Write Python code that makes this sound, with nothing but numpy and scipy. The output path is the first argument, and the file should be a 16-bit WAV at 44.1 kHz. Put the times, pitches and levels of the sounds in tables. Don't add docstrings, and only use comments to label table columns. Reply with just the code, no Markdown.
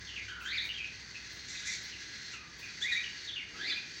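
import sys
import numpy as np
from scipy import signal
from scipy.fft import rfft, irfft
from scipy.io import wavfile

SR = 44100
rng = np.random.default_rng(int(sys.argv[2]) if len(sys.argv) > 2 else 0)


def file_out(sig):
    cols = np.atleast_2d(sig).T
    lim = np.clip(cols, -1, 1)
    pcm = np.round(lim * 32767).astype(np.int16)
    wavfile.write(sys.argv[1], SR, pcm)


N = 176400
T = np.arange(N) / SR
EDGE_S, FLUTTER_HZ = .004, 133


def amp(db):
    return 10 ** (np.asarray(db) / 20)


def unit(x):
    return x / np.sqrt(np.mean(abs(x) ** 2) + 1e-20)


def colour(x, spectrum):
    hz, db = np.transpose(spectrum)
    gain_db = np.interp(np.log(np.fft.rfftfreq(N, 1 / SR) + 1), np.log(hz), db)
    return irfft(rfft(x) * amp(gain_db), N)


def noise(spectrum):
    return unit(colour(rng.standard_normal(N), spectrum))


def wobble(rate_hz):
    t = T[::8]
    hz = np.fft.rfftfreq(len(t), t[1])
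    slow = irfft(rfft(rng.standard_normal(len(t))) / np.sqrt(1 + (hz / rate_hz) ** 6), len(t))
    return np.interp(T, t, unit(slow))


def swell(times, db, t=T):
    outside_s = np.maximum(np.maximum(times[0] - t, t - times[-1]), 0)
    return amp(np.interp(t, times, db)) * np.exp(-np.minimum(outside_s / EDGE_S, 10) ** 2)


def room(noise_db=-58, fade_db_per_s=-4):
    # freq_hz, gain_db
    spectrum = [(22, -41), (35, -5.5), (100, 3), (380, -3), (600, -13.5), (2000, -7.5), (9000, -75),
                (16000, -41)]
    # pitch_hz, level_db
    tones = [(62.8, -67), (102.3, -70.5)]
    hum = sum(amp(db) * np.sqrt(2) * np.sin(2 * np.pi * hz * T + .5 * wobble(3.4)) for hz, db in tones)
    return amp(noise_db) * noise(spectrum) + hum * amp(fade_db_per_s * (T - T.mean()))


def handling(rise_s=.011, decay_s=.043, rub_at_s=3.64, rub_width_s=.14, rub_db=-56.5):
    # peak_s, level_db
    scuffs = [(.418, -53), (.655, -51.5), (1.332, -56), (1.835, -57), (2.597, -53)]
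    # freq_hz, gain_db
    scuff_spectrum = [(300, 7), (3000, 6.5), (8000, -0.5), (10500, -6.5), (13000, -16), (15500, 6)]
    # freq_hz, gain_db
    rub_spectrum = [(100, -29), (330, 14.5), (560, -2), (780, 4), (1500, -44)]
    envelope = sum(amp(db) * np.exp(-np.maximum((s - T) / rise_s, (T - s) / decay_s)) for s, db in scuffs)
    rub = amp(rub_db) * np.exp(-((T - rub_at_s) / rub_width_s) ** 2) * noise(rub_spectrum)
    return envelope * noise(scuff_spectrum) * unit(amp(1.5 * wobble(200))) + rub


def box(x, mode_width_hz=36, t60_s=.49, treble_t60_s=.17, split_hz=5900, delay_s=.002, wet=.68):
    # freq_hz, lift_db
    modes = [(1500, 3.7), (2045, 2.1), (2420, 4.5), (2860, 1.2), (3530, 0.96), (7190, 4.8)]
    for hz, db in modes:
        x = x + (amp(db) - 1) * signal.lfilter(*signal.iirpeak(hz, hz / mode_width_hz, fs=SR), x)
    t = T[:SR // 2]
    echoes = rng.choice([-1., 1.], len(t)) * (rng.random(len(t)) < 3000 / SR)
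    low = signal.sosfiltfilt(signal.butter(4, split_hz, fs=SR, output="sos"), echoes, padlen=0)
    decay, treble_decay = amp(-60 * t / t60_s), amp(-60 * t / treble_t60_s)
    tail = (t > delay_s) * (low * decay + (echoes - low) * treble_decay)
    reverberation = signal.fftconvolve(x, tail / np.linalg.norm(echoes * decay))[:N]
    return np.sqrt(1 - wet ** 2) * x + wet * reverberation


def hiss(ring_db=-9, ring_width_hz=112):
    # freq_hz, gain_db
    spectrum = [(800, -39), (1200, -20.5), (1520, -2), (1750, 1.5), (2080, 2.5), (2400, -7), (2700, -4.5),
                (2950, -7.5), (4500, -0.5), (5150, -5.5), (6400, -3.5), (6750, -11), (9800, -38),
                (13700, -49), (15200, -30)]
    # time_s, level_db
    levels = [(0, -49), (.29, -49.5), (.38, -57.5), (.5, -53), (1, -49.5), (1.42, -48), (1.85, -46),
              (2.32, -46.5), (2.42, -56), (2.63, -48), (3.25, -46), (3.331, -53), (3.46, -54.5),
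              (3.57, -46.5), (3.8, -50), (4, -46)]
    # time_s, centre_hz
    ring_pitch = [(0, 4486), (1.05, 4540), (1.3, 4174), (2.35, 4175), (2.55, 4560), (3.1, 4490),
                  (3.26, 4390), (3.5, 4610)]
    air = signal.sosfilt(signal.butter(3, 950, "high", fs=SR, output="sos"), noise(spectrum))
    cycles = np.cumsum(np.interp(T, *np.transpose(ring_pitch))) / SR
    ring = ((wobble(ring_width_hz) + 1j * wobble(ring_width_hz)) * np.exp(2j * np.pi * cycles)).real
    return (unit(air) + amp(ring_db) * unit(ring)) * swell(*np.transpose(levels)) * amp(1.31 * wobble(36))


def rasp(spit_width_s=.026):
    # freq_hz, gain_db
    spectrum = [(1200, -29), (1750, -6), (2350, 2.5), (2650, -18), (3100, -34), (3550, 2.5), (4500, -1),
                (5150, -6), (5600, 2.5), (6450, 2.5), (7700, -6), (8100, -19.5), (15500, -44)]
    # time_s, level_db
    levels = [(1.485, -45), (1.508, -42.5), (1.538, -48), (1.57, -46.5), (1.645, -51), (1.668, -37.5),
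              (1.745, -39), (1.785, -50), (1.83, -52)]
    # peak_s, level_db
    accents = [(.468, -51), (2.337, -49), (2.836, -42.5), (2.936, -47.5)]
    spits = sum(amp(db) * np.exp(-((T - s) / spit_width_s) ** 2) for s, db in accents)
    return noise(spectrum) * (swell(*np.transpose(levels)) + spits) * unit(amp(1.5 * wobble(180)))


def wheeze(calls, jitter, breath_db, breath_hz, jitter_hz=234, shimmer=.2):
    voice, drift = np.zeros(N), jitter * wobble(jitter_hz)
    partials = range(len(calls[0][2]))
    flutters = [unit(np.exp(shimmer * wobble(FLUTTER_HZ))) for _ in partials]
    breaths = [amp(breath_db) * unit(wobble(breath_hz) + 1j * wobble(breath_hz)) for _ in partials]
    for times, hz, levels, hoarse in calls:
        on = (T > times[0] - 2 * EDGE_S) & (T < times[-1] + 2 * EDGE_S)
        pitch_hz = np.interp(T[on], times, hz) * (1 + hoarse * drift[on])
        phase = 2 * np.pi * np.cumsum(pitch_hz) / SR
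        for k in partials:
            partial = unit(((1 + hoarse * breaths[k][on]) * np.exp(1j * (k + 1) * phase)).real)
            voice[on] += swell(times, levels[k], T[on]) * flutters[k][on] * partial
    return voice


def whistles(settle_s=.0164, fade_db=-1, gain_db=1):
    # start_s, length_s,
    # target_pitch_hz, relative_level_db, start_excess_ratio
    notes = [(0.075, 0.07, 2873, -46, 0.21), (0.162, 0.054, 2073, -41.5, 0.46),
             (.413, 0.013, 2535, -45.5, 0.05), (0.694, 0.029, 2844, -39, 0.023),
             (0.744, 0.038, 3160, -43, 0.024), (0.784, .075, 2523, -41, 0.085),
             (1.15, 0.025, 2540, -44.5, 0.042), (1.552, 0.017, 2530, -49, 0.0074),
             (1.576, 0.0088, 3560, -41, 0.063), (1.927, 0.04, 2526, -49, 0.17),
             (2.628, 0.049, 2443, -47.5, 0.059), (3.038, 0.043, 2810, -41.5, 0.092),
             (3.17, .09, 4414, -48.5, .03), (3.275, 0.032, 3130, -39.5, .26),
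             (3.332, 0.0084, 3510, -38.5, 0.014), (3.363, 0.025, 2720, -36, .07),
             (3.395, 0.04, 2107, -42.5, 0.12), (3.702, 0.015, 3516, -36, 0)]
    calls = []
    for start, length, hz, db, drop in notes:
        t = np.linspace(0, length, num=20)
        pitch_hz = hz * (1 + drop * np.exp(-t / settle_s))
        hoarse = .58 + 1.87 * abs(drop)
        calls.append((start + t, pitch_hz, [db + fade_db * t / length], hoarse))
    return amp(gain_db) * wheeze(calls, jitter=.022, breath_db=1, breath_hz=303)


def cries(voice_db=2.5, air_db=-16.5):
    # time_s, pitch_hz, fundamental_db, octave_db
    curves = [
        [(.285, 1556, -47.5, -50.5), (.44, 1389, -49, -65.5), (.46, 1568, -42.5, -46), (.5, 1795, -45.5, -41.5),
         (.545, 2384, -38, -45.5), (.567, 2326, -38.5, -42), (.588, 1747, -43.5, -35), (.615, 2132, -46, -40),
         (.655, 2342, -41, -63)],
        [(1.625, 1395, -56.5, -56), (1.68, 2005, -44.5, -58), (1.75, 2200, -46.5, -46)],
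        [(2.32, 1658, -57, -75), (2.34, 1375, -52.5, -44), (2.38, 1264, -61.5, -57), (2.46, 1210, -54, -64)],
        [(2.817, 1651, -44, -48), (2.827, 1738, -47, -33), (2.845, 1913, -36.5, -44), (2.857, 2010, -35.5, -60),
         (2.9, 2458, -40, -71), (2.912, 2200, -44.5, -56), (2.922, 1940, -32, -35), (2.944, 1829, -38, -36.5),
         (2.97, 2284, -35.5, -72), (3.01, 2453, -43.5, -66)],
        [(3.55, 1249, -47.5, -63), (3.583, 1289, -57, -57), (3.595, 1525, -46, -53), (3.655, 1968, -44, -42),
         (3.7, 2452, -38, -37), (3.726, 1723, -43.5, -39), (3.755, 2320, -48.5, -42.5), (3.778, 2490, -36, -54),
         (3.795, 2370, -56, -65)],
    ]
    hoarseness = [1.4, 1.38, 1.07, .6, 1.377]
    # freq_hz, gain_db
    throat = [(500, -19), (1100, -6), (1450, -0.5), (2450, -0.5), (2900, 1), (3400, 2.5), (4850, -3),
              (5400, -15), (6500, 2), (8500, -21)]
    calls, effort = [], np.zeros(N)
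    for curve, hoarse in zip(curves, hoarseness):
        times, hz, fundamental_db, octave_db = np.transpose(curve)
        calls.append((times, hz, [fundamental_db, octave_db, octave_db - 24, octave_db - 33], hoarse))
        effort += swell(times, np.maximum(fundamental_db, octave_db))
    air = amp(air_db) * effort * noise(throat) * unit(np.exp(.52 * wobble(FLUTTER_HZ)))
    voice = wheeze(calls, jitter=.0357, breath_db=-11, breath_hz=427)
    return amp(voice_db) * colour(voice, throat) + air


def scene():
    return (box(cries() + rasp() + whistles() + hiss()) + handling() + room())[None]


def record(dry, cutoff_hz=15900):
    lowpass = signal.firwin(511, cutoff_hz, window=("kaiser", 9), fs=SR)
    return signal.oaconvolve(dry, lowpass[None], "same")


dry = scene()
out = record(dry)
file_out(out)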